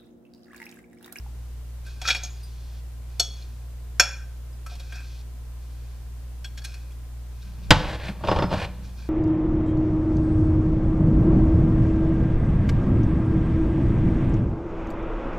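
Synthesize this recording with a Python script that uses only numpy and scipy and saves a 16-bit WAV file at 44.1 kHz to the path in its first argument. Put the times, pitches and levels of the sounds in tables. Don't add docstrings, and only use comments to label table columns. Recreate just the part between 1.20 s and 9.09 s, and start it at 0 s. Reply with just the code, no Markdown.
import sys
import numpy as np
from scipy import signal
from scipy.fft import rfft, irfft, next_fast_len
from scipy.io import wavfile
from scipy.ndimage import uniform_filter1d

SR = 44100
rng = np.random.default_rng(int(sys.argv[2]) if len(sys.argv) > 2 else 0)


def master(y):
    cut = np.clip(np.atleast_2d(y).T, -1, 1)
    pcm = np.round(cut * 32767)
    wavfile.write(sys.argv[1], SR, pcm.astype(np.int16))


def gain_from_db(level_db):
    decades = np.asarray(level_db, float) / 20
    return 10 ** decades


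N = 347949
T = np.arange(N) / SR

# (frequency [Hz], level [dB rms])
HUM_LINES = [(60.057, -35.7), (-120.1, -48.7), (240.2, -76), (540, -76), (720.6, -77), (785, -77),
             (1020.9, -74)]
# (frequency [Hz], density [dB per Hz])
AIR_COLOUR = [(20, -71.5), (40, -69.5), (90, -72.5), (150, -80), (300, -85.5), (550, -89.5), (1000, -94),
              (1400, -95.5), (2200, -98.5), (5000, -102), (9000, -103), (13000, -105), (14500, -103.5)]
# (frequency [Hz], side minus mid [dB])
AIR_WIDTH = [(60, -11), (110, -13), (200, -7.5), (380, -7.5), (700, -6.5), (1290, -5), (2380, -3),
             (4400, -0.5), (8120, 0), (15000, -0.5)]

# (frequency [Hz], level [dB], t60 [s])
PLATE_MODES = [(315, -12, 0.062), (549.4, -6.5, 0.07), (721.1, -4.5, .1), (931.5, -8.5, 0.07),
               (1141, -10, .04), (1386.6, -9, 0.028), (1583.3, -6, 0.04), (1849, -13.5, 0.038),
               (2134, -15, 0.027), (2408.3, -5, 0.051), (2581, -15, 0.077), (2797, -15.5, 0.046),
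               (3348, -2, 0.066), (3590, -18.5, 0.025), (4398, -4.5, 0.048), (4780, -43.5, 0.054),
               (5278, -11.5, 0.05), (5474, -2.5, 0.045), (6063, -10, 0.032), (6543, -7, 0.04),
               (6973, -12, 0.049), (7350, -21, .05)]
# (frequency [Hz], level [dB], t60 [s])
RIM_MODES = [(1514, -21.5, 0.13), (1626, -25, .25), (2437.3, -19, 0.11), (2458.3, -21, 0.22),
             (3294, -18, 0.2), (3360, -17.5, 0.28), (4360, -27, 0.15), (4400, -24, 0.16),
             (5206, -23.5, .25), (5438, -21.5, 0.18)]
# (frequency [Hz], level [dB], t60 [s])
TINE_MODES = [(7790, -0.5, 0.1), (8055, 4, 0.045), (9170, -3, 0.067), (10000, -1.5, 0.033),
              (10720, 1.5, 0.04), (11430, 3.5, 0.032), (11900, -8, 0.037), (13504, -6, .05)]
GROUP_BORDERS_HZ = [1200, 2000, 3000, 3700, 4700, 7500]
GROUP_MIDDLES_HZ = [700, 1550, 2450, 3350, 4400, 6000, 9500]
GROUP_ANSWER_DB = [0.6, 0.29, -2.5, -0.67, -0.12]
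# (time [s], level [dB], favoured pitch [octaves re 3 kHz], fall-off [dB per octave], tine glint [dB])
FORK_TAPS = [(0.6644, -60, -0.26, -10, 7.5), (0.8150, -28, 0.47, 3, 1), (0.850, -22, -.8, 14.5, -6),
             (0.8753, -18, 0.21, 4.5, -5.5), (0.8846, -13, -0.57, 6, -2), (0.9025, -11, 0.11, 9, -3.5),
             (0.9114, -19, -0.15, 18, 0.13), (0.947, -17, -.3, 14, -1), (1.0335, -26.5, 1.12, 16, 4.5),
             (1.0474, -29.5, .8, 21, 3.1), (1.9961, -12.5, 0.88, 16, 10.5), (2.797, -13, 0.168, -11.5, 6),
             (2.8017, -9, -.3, 12.5, -0.1), (3.4624, -43, 0.29, -9.5, 2.5), (3.5139, -45, 0.23, 12, 0.54),
             (3.552, -40, 0.13, 6.5, 0.14), (3.5964, -36, 0.29, 6.5, -0.04),
             (3.7222, -28, -0.63, 11.5, -1.6), (3.7541, -48, 0.24, -9.5, -0.35),
             (3.8023, -40, -0.66, 11, -0.4), (5.2435, -29, 0.19, 8.5, -0.2), (5.2544, -37, 0.21, 22, -0.2),
             (5.3741, -35, .16, 5, .1), (5.4174, -46, .45, 4.5, 1.1), (5.4461, -30.5, 0.23, 2.5, 8),
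             (5.5397, -42, 0.33, -2, 1), (5.7046, -47, -0.38, 12, -0.9), (2.0003, -16.5, 0.77, 12, 8),
             (5.4403, -38, 0.52, 4, 4.5), (.894, -18.5, -0.83, 11, -2), (.964, -26, 0.39, 12, 0.97),
             (5.515, -47.5, -0.25, 7.5, 1), (5.717, -52.5, 0.56, 2.5, -0.82)]
# (time [s], frequency
# [Hz], level [dB], t60 [s])
SINGLE_MODES = [(.062, 850, -38.5, 0.0314), (1.17, 4800, -52.5, 0.092), (1.232, 4870, -46.5, 0.167),
                (1.1, 6770, -49, 0.233), (1.232, 8800, -50.5, 0.152), (1.232, 13200, -54, .1),
                (7.4, 6100, -47.5, .08), (2.798, 1545, -35, 0.55), (2.797, 1588, -12.5, .065),
                (2.797, 5455, -14, .07), (1.998, 700, -30.5, .09), (.903, 2400, -17, .09),
                (7.32, 190, -26, 0.38), (5.245, 1600, -36.5, .08), (3.6, 3800, -45.5, 0.087),
                (6.508, 560, -19, .08), (1.997, 4357, -13, .085), (.852, 1320, -28, .12),
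                (.884, 1400, -22.5, 0.103), (.884, 1950, -26, .08), (.877, 3780, -24.5, 0.102),
                (.904, 3820, -22.5, 0.088), (.904, 4450, -19.5, 0.079), (5.245, 4350, -36, .06),
                (6.89, 180, -25, 0.166), (2.798, 2428, -33.5, .5), (3.463, 1320, -33.5, 0.058),
                (3.516, 720, -42, 0.126), (1.999, 3365, -31.5, 0.427), (1.998, 10700, -37, 0.054),
                (1.997, 6500, -21.5, .06), (2.797, 970, -19.5, .04), (2.8, 820, -37.5, 0.27),
                (5.376, 3350, -41, 0.121), (5.376, 1650, -42.5, .06), (7.39, 2430, -39, .15),
                (1.997, 1450, -31.5, .04), (1.998, 400, -36, 0.087), (.818, 720, -37, .15),
                (1.998, 7790, -36, 0.135), (5.446, 9100, -38, 0.042), (5.45, 4230, -44, 0.155),
                (5.47, 2520, -53.5, 0.54), (1.034, 6500, -29.5, 0.105), (2.223, 4180, -39, 0.0366),
                (3.33, 4950, -52, 0.044), (6.22, 3780, -47.5, 0.052),
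                (1.997, 5449, -22, .08), (1.997, 3478, -19, 0.067), (1.998, 6180, -26.5, 0.077),
                  (1.998, 4165, -30, 0.061), (1.998, 3050, -23, 0.044), (1.999, 5565, -32.5, 0.19),
                  (1.999, 5770, -38, 0.27), (1.998, 1330, -33.5, 0.071), (2.797, 4380, -19.5, .14),
                  (2.797, 3386, -22, 0.114), (2.798, 5305, -21, .06), (2.815, 5474, -31, .36),
                  (2.815, 3370, -33, .3), (2.8, 2610, -30.5, 0.136), (2.8, 1400, -32, 0.246),
                  (2.8, 1338, -33, 0.145), (2.8, 7940, -38, 0.154), (2.8, 9708, -44, .12),
                  (2.8, 11490, -46, .12), (2.8, 600.3, -36, .2), (2.797, 6950, -21, .07),
                  (2.8, 7040, -36, .3), (2.8, 6110, -34, .22), (2.797, 2430, -18, .06),
                  (2.82, 1626, -35, .38), (1.998, 6640, -24, .06), (1.998, 6410, -24, .05),
                  (2.0, 6500, -40, .4), (5.447, 5300, -40, .1), (5.447, 6200, -42, .1),
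                  (5.46, 5300, -54, .5), (.875, 5500, -28, .1), (.904, 5500, -28, .1),
                  (.875, 6650, -28, .12), (.885, 6200, -31, .06), (.946, 6700, -35, .08),
                  (.953, 5450, -35, .15), (.96, 4450, -34, .1), (.885, 750, -31, .15),
                  (5.447, 1594, -38, .1), (5.447, 2456, -38, 0.083), (5.447, 3914, -38, 0.062),
                  (5.253, 3360, -37, 0.06), (5.54, 4230, -45, .07), (5.418, 1687, -45.5, 0.068),
                  (5.418, 4470, -48.5, 0.084), (.665, 1561, -46, 0.188), (.89, 1693, -24.5, 0.068),
                  (.905, 1497, -24, 0.061), (.905, 3397, -22.5, 0.093)]
# (time [s], level [dB], hold [s], fade [s per 20 dB], low-mode ring [dB])
FORK_SCRAPES = [(0.664, -53.5, 0.0285, 0.21, -6.5), (0.858, -38, 0.017, 0.0874, -5),
                (.9, -29, 0, 0.0635, -8), (1.044, -41.5, 0, 0.0633, -24.5),
                (1.141, -60, 0.457, 0.02, -23.5), (1.899, -64, 0.072, 0.16, -11),
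                (2.171, -55.5, 0.064, 0.0772, -13), (2.3, -70, 0.14, 0.28, -8),
                (3.501, -51.5, .04, 0.0435, -9), (3.6, -57, 0.141, 0.23, -8),
                (3.748, -55, .04, 0.0673, 3.5), (3.84, -58, 0.174, 0.02, -21),
                (4.42, -66.5, 0.338, 0.12, -10.5), (5.385, -46.5, 0.006, 0.0173, -12),
                (5.456, -41.5, 0, 0.0076, -11), (5.48, -55, 0.017, 0.2732, -4.5),
                (6.12, -69, 0.041, 0.4, -7), (6.222, -59.5, 0, 0.31, -12), (6.436, -60, 0.0051, .1, -9.5),
                (7.646, -55.5, 0.00077, 0.15, -11.5), (7.792, -54.5, 0.0016, 0.22, -6)]
# (frequency [Hz], level [dB])
GLAZE_COLOUR = [(1000, -43), (2500, 15.5), (4500, 21), (6200, 14), (7500, 2), (14000, -29)]

# (frequency [Hz], t60 [s])
ROOM_DECAY = [(200, 0.7), (1500, 0.47), (4000, 0.44), (8000, 0.4), (14000, 0.33)]

# (frequency [Hz], width [Hz], level [dB])
GLASS_MODES = [(87.7, 21, -1), (180.1, 18.6, 6.5), (313.9, 30, -3), (505, 35, -4), (600, 40, -3),
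               (762.5, 70, -12), (890, 69, -6.5), (1103.6, 66, -8.5), (1320, 90, -12), (1749, 240, -9.5),
               (2140, 150, -4.5), (2435, 120, -5), (2800, 160, -9), (3374, 170, -13), (4600, 123, -24.5)]
# (frequency [Hz], level [dB])
GLASS_COLOUR = [(20, 7.5), (60, 3), (200, 5), (1000, -33.5), (3000, -11), (6000, -32), (9000, -65),
                (15000, -63)]
# (time [s], load [dB], brightness from speed [dB])
SETTLE_DRAG = [
    (6.25, -61, 1.47),
    (6.49, -57.5, 0.24),
    (6.56, -36, -0.16),
    (6.66, -32, 1),
    (6.755, -35.5, 3.5),
    (6.772, -45.5, 3.5),
    (6.89, -40, 6),
    (6.95, -50.5, -0.75),
    (7.02, -48, 0.8),
]
# (time [s], load [dB], brightness from speed [dB])
PULL_DRAG = [
    (7.09, -31, -.5),
    (7.23, -31, -3.5),
    (7.285, -40, -4),
    (7.33, -32, 2.5),
    (7.37, -32, 1.5),
    (7.45, -35, 4),
    (7.47, -43.5, -0.43),
    (7.53, -53, 0.12),
    (7.89, -59, -2),
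]
# (time [s], level [dB], hardness [dB], favoured mode [Hz])
FOOT_KNOCKS = [(6.514, -7, 2, 873), (6.797, -38, 8.5, 543), (6.834, -40, 12, 3400),
               (6.845, -39.5, 7.5, 1058), (6.884, -29, 5, 2483), (7.037, -22, -1, 863),
               (7.048, -24.5, 3, 1097), (7.072, -20, 4, 614), (7.084, -13, .5, 1111),
               (7.1136, -11.5, 1, 538), (7.125, -22, -1.5, 547), (7.161, -17.5, 3, 871),
               (7.187, -14.5, -0.22, 505), (7.222, -14.5, 2.5, 905.7), (7.238, -23, -6, 313),
               (7.305, -30, 5.5, 2710), (7.314, -22, .1, 900), (7.326, -20, 0.03, 590),
               (7.415, -30, 3, 2434), (7.424, -34.5, 8, 3810), (6.6, -28, 2, 2697), (6.728, -39.5, 8, 2150),
               (6.752, -37, 5.5, 3300), (7.008, -41, -3, 580), (7.336, -23, 1, 1650),
               (7.445, -32.5, 6, 4090)]
# (frequency [Hz], level [dB], t60 [s])
BOOM_MODES = [(38, -17, 0.55), (88, -8, .22), (150.55, -14, 0.252), (183.6, -8, 0.149),
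              (306.2, -10, 0.1217), (506.8, -15, .13), (610, -15, .1), (1129, -26, 0.25)]
# (frequency [Hz], density [dB per Hz])
SLAM_COLOUR = [(35, -34), (60, -3), (214, -9), (408, -25.5), (895, -11), (1240, -12), (1520, -8.5),
               (2260, -13.5), (3270, -14), (6380, -26), (15000, -39)]
# (band from [Hz], band to [Hz], t60 [s])
SLAM_DECAY = [(59.4, 290, 0.17), (295, 1080, 0.099), (1205, 5210, 0.0695), (3920, 7970, 0.0543),
              (7840, 13300, 0.0187)]
# (time [s], level [dB])
SQUEAKS = [
    (7.105, -39.5),
    (7.14, -53),
    (7.202, -43.5),
    (7.237, -44.5),
    (7.26, -48),
    (7.31, -48.5),
]

# (frequency [Hz], side minus mid [dB])
PORT_WIDTH = [(30, -8.5), (90, -17), (200, -23), (700, -27), (1500, -26), (3000, -17), (6000, -10),
              (10000, 0.5), (14000, -2)]
# (frequency [Hz], level [dB])
CREEP_COLOUR = [(6500, -34.5), (10000, -7.5), (14000, 0)]

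CRACK_DB, CRACK_S, TINK_RISE_S = 1, 0.0052, .001
GRIP_S, GRIP_DB_PER_S = 3.5, 5
REACH_OCT, RIM_DB = 1.28, -10
CONTACT_MS, CONTACT_MS_PER_DB = 1.1, 0.0471
THUD_DB, GLINT_DB, ENDS_POWER = -19, -30, 0.698
STROKE_RISE_S, UPPER_RING_DB = 0.037, 1
ROOM_DB, ROOM_WIDTH, SWAY_S = -15.5, 0.1, .00007
KNOCK_T60_S, THUMP_DB, EDGE_DB, BOOM_DB = 0.0573, -2.5, -9, -3
NOTE_DB, NOTE_T60_S, JUDDER_DB = -2, 0.0524, 1.1
RUMBLE_DB, RUMBLE_POWER, DRAG_EDGE_DB, HISS_DB = -12, 0.599, -6, -27.5
SLAM_S, SLAM_DB = 6.5062, -1.5
SQUEAK_HZ, SQUEAK_FADE_S = 5154, 0.0205
TOP_HZ, FULL_SCALE = 15150, .93


def shape(x, points, turn=1):
    hz, db = np.transpose(points)
    size = next_fast_len(x.shape[-1])
    f = np.maximum(np.arange(size // 2 + 1) * SR / size, 1)
    gain = gain_from_db(np.interp(np.log(f), np.log(hz), db))
    return irfft(rfft(x, size) * turn * gain, size)[..., :x.shape[-1]]


def band_pass(x, lo_hz, hi_hz):
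    return signal.sosfilt(signal.butter(2, [lo_hz, hi_hz], "band", fs=SR, output="sos"), x)


def band(x, lo_hz, hi_hz):
    y = band_pass(x, lo_hz, hi_hz)
    return y / np.std(y)


def ring(x, hz, width):
    return signal.lfilter(*signal.iirpeak(hz, hz / width, fs=SR), x)


def decay(t, t60):
    return 1000. ** (-t / t60)


def onset(t, rise_s):
    return 1 - np.exp(-t / rise_s)


def curve(rows):
    s, *columns = np.transpose(rows)
    times = np.r_[s[0] - .03, s, s[-1] + .03]
    return [gain_from_db(np.interp(T, times, np.r_[-120, c, -120])) for c in columns]


def stroke(s, db, hold_s, fade_s):
    t = T[::44]
    before = (s - t) / min(STROKE_RISE_S, fade_s)
    after = np.maximum(t - s - hold_s, 0) / fade_s
    return gain_from_db(db - 20 * np.maximum(before, after))


def grit(rate, spread_db):
    hit = rng.random(N) < rate / SR
    return hit * rng.choice([-1, 1], N) * gain_from_db(spread_db * rng.exponential(size=N))


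def add(out, s, sound):
    i = int(s * SR)
    out[i:i + len(sound)] += sound[:N - i]


def background():
    hum = sum(np.sign(hz) * gain_from_db(db) * np.sqrt(2) * np.cos(2 * np.pi * hz * T) for hz, db in HUM_LINES)
    mid, side = shape(rng.standard_normal((2, N)), AIR_COLOUR) * np.sqrt(SR / 2)
    return hum, mid, shape(side, AIR_WIDTH)


def tap_groups(s, tap_db, octave, fall_db, tines_db):
    away = np.minimum(abs(np.log2(np.divide(GROUP_MIDDLES_HZ[1:-1], 3000)) - octave), REACH_OCT)
    ring_db = tap_db - fall_db * away
    ends_db = ENDS_POWER * ring_db.max() - .25 * abs(fall_db)
    thud_db = THUD_DB + ends_db - GRIP_DB_PER_S * max(s - GRIP_S, 0)
    return np.r_[thud_db, ring_db + GROUP_ANSWER_DB, GLINT_DB + ends_db + tines_db]


def taps():
    out, t = np.zeros(N), T[:SR // 4]
    hz, db, t60 = np.transpose(PLATE_MODES + RIM_MODES + TINE_MODES)[:, :, None]
    on_rim = np.repeat([0, 1, 0], [len(PLATE_MODES), len(RIM_MODES), len(TINE_MODES)])[:, None]
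    wander = .008 * np.cumsum(rng.standard_normal((len(hz), len(t))), axis=1)
    fade = decay(t, t60)
    group = np.searchsorted(GROUP_BORDERS_HZ, hz)
    for tap in FORK_TAPS:
        s, tap_db = tap[:2]
        groups_db = tap_groups(*tap)
        spot, phase = rng.standard_normal((2, len(hz), 1))
        contact_s = max(CONTACT_MS - CONTACT_MS_PER_DB * tap_db, .2) / 1000
        strength = gain_from_db(db + groups_db[group] + RIM_DB * on_rim + 2.5 * spot)
        cycles = hz * t + phase + np.roll(wander, int(s * SR), axis=0)
        modes = strength * np.sin(2 * np.pi * cycles) * fade
        crack = gain_from_db(CRACK_DB) * shape(rng.standard_normal(len(t)), np.transpose([GROUP_MIDDLES_HZ, groups_db]))
        crack = crack * np.exp(-t / (CRACK_S + 2 * contact_s))
        add(out, s, (modes.sum(axis=0) + crack) * onset(t, contact_s))
    for (s, hz, db, t60), waver in zip(SINGLE_MODES, np.tile(wander, (3, 1))):
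        tone = gain_from_db(db) * np.sin(2 * np.pi * (hz * t + waver))
        add(out, s, tone * decay(t, t60) * onset(t, TINK_RISE_S))
    return out


def room(x):
    t, (hz, t60) = T[:SR // 2], np.transpose(ROOM_DECAY)
    tail = np.zeros((2, len(t)))
    for lo in 110 * 2. ** np.arange(7):
        octave = band_pass(rng.standard_normal((2, len(t))), lo, 2 * lo)
        tail += octave * decay(t, np.interp(np.log(1.4 * lo), np.log(hz), t60))
    tail = tail * np.clip((t - .003) / 0.012, 0, 1)
    tail = tail / np.sqrt(np.sum(tail[0] ** 2))
    mid, side = signal.fftconvolve(x[None], tail, axes=1)[:, :N] * gain_from_db(ROOM_DB)
    sway = uniform_filter1d(uniform_filter1d(rng.standard_normal(N), size=500), size=500)
    return np.interp(T + SWAY_S * sway / np.std(sway), T, mid), ROOM_WIDTH * side


def scrapes():
    clicks = grit(9000, 1.8)
    body = sum(gain_from_db(db) * ring(clicks, hz, 3.3 / t60 + 12) for hz, db, t60 in PLATE_MODES)
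    body = body / np.std(body) + gain_from_db(-3) * shape(clicks, GLAZE_COLOUR) / np.std(clicks)
    high = band(body, 900, 14000)
    low = band(ring(clicks, 1567, 71), 860, 2800)
    middle = band(ring(clicks, 2491, 110), 1800, 3000)
    gains = sum(stroke(*motion) * gain_from_db([[0], [ring_db]]) for *motion, ring_db in FORK_SCRAPES)
    level, rings = gains.repeat(44, axis=1)[:, :N]
    return level * high + rings * (low + gain_from_db(UPPER_RING_DB) * middle)


def boom(t, modes):
    return sum(gain_from_db(db) * np.sin(2 * np.pi * hz * t) * decay(t, t60) for hz, db, t60 in modes)


def dragged_dish(clicks):
    low = ring(ring(clicks, 1653, 543), 1653, 543)
    high = ring(ring(clicks, 4000, 1360), 4000, 1360)
    dish = low + gain_from_db(-13.5) * high
    return dish / np.std(dish)


def cooktop():
    clicks = grit(14000, 1.2)
    glass = gain_from_db(-3) * shape(clicks, GLASS_COLOUR)
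    for k, (hz, width, db) in enumerate(GLASS_MODES):
        glass = glass + gain_from_db(db) * ring(np.roll(clicks, shift=997 * k), hz, 1.4 * width)
    layers = band(glass, 250, 1350), band(glass, 12, 310), band(glass, 1503, 5530), band(clicks, 2670, 7740)
    load, bright = curve(SETTLE_DRAG + PULL_DRAG)
    judder = uniform_filter1d(rng.standard_normal(N), size=350)
    load = load * gain_from_db(JUDDER_DB * judder / np.std(judder))
    push = np.array([load, gain_from_db(RUMBLE_DB) * load ** RUMBLE_POWER,
                     gain_from_db(DRAG_EDGE_DB) * load * bright, gain_from_db(HISS_DB) * load * bright ** 2])
    notes, t = np.zeros(N), T[:SR // 3]
    top_boom = boom(t, BOOM_MODES[1:]) * onset(t, .002)
    for s, knock_db, hard_db, hz in FOOT_KNOCKS:
        note_db = knock_db + NOTE_DB - 3 * np.log2(hz / 500)
        note = gain_from_db(note_db) * np.sin(2 * np.pi * hz * t)
        add(notes, s, note * decay(t, NOTE_T60_S) * onset(t, .001))
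        add(notes, s, gain_from_db(knock_db + BOOM_DB - hard_db) * top_boom)
        level_db = knock_db, knock_db + THUMP_DB - 1.5 * hard_db, knock_db + EDGE_DB + hard_db
        for row, db, lasts, rise_s in zip(push, level_db, (1.1, 1.6, .7), (.0015, .004, .0012)):
            add(row, s, gain_from_db(db - 0.5) * decay(t, lasts * KNOCK_T60_S) * onset(t, rise_s))
    dish = gain_from_db(-12.5) * load * bright ** 2 * dragged_dish(clicks)
    return notes + (push * layers).sum(axis=0) + dish


def slam():
    out, t = np.zeros(N), T[:SR // 3]
    noise = shape(rng.standard_normal((len(SLAM_DECAY), len(t))), SLAM_COLOUR)
    crash = sum(band_pass(x, lo_hz, hi_hz) * decay(t, t60) for (lo_hz, hi_hz, t60), x in zip(SLAM_DECAY, noise))
    blow = crash / np.std(noise) + boom(t, BOOM_MODES)
    add(out, SLAM_S, gain_from_db(SLAM_DB) * blow * onset(t, 0.00024))
    return out


def squeaks():
    waver = uniform_filter1d(rng.standard_normal(N), size=200)
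    tone = np.sin(2 * np.pi * np.cumsum(SQUEAK_HZ + 400 * waver) / SR)
    gain = sum(stroke(s, db, 0, SQUEAK_FADE_S) for s, db in SQUEAKS).repeat(44)[:N]
    return gain * tone / np.std(tone)


def scene():
    hum, air, air_side = background()
    plate = taps() + scrapes()
    glass = cooktop() + slam() + squeaks()
    wash, wash_side = room(plate + gain_from_db(-1) * glass)
    near = plate + glass + wash
    paths = rng.standard_normal(300) * np.exp(-np.arange(300) / 90)
    creep = shape(signal.lfilter(paths / np.linalg.norm(paths), 1, near), CREEP_COLOUR)
    hum_side = gain_from_db(-21.5) * shape(hum, [(1, 0.00018)], 1j)
    side = shape(near, PORT_WIDTH, -1j) + creep + hum_side + wash_side + air_side
    return near + hum + air + np.array([side, -side])


def low_pass(x):
    return signal.sosfilt(signal.butter(12, 16480, fs=SR, output="sos"), x)


def record(dry):
    soft = dry / (1 + np.abs(dry / FULL_SCALE) ** 6) ** (1 / 6)
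    mix = signal.sosfilt(signal.ellip(8, .2, 40, TOP_HZ, fs=SR, output="sos"), soft)
    return low_pass(mix)


dry = scene()
out = record(dry)
master(out)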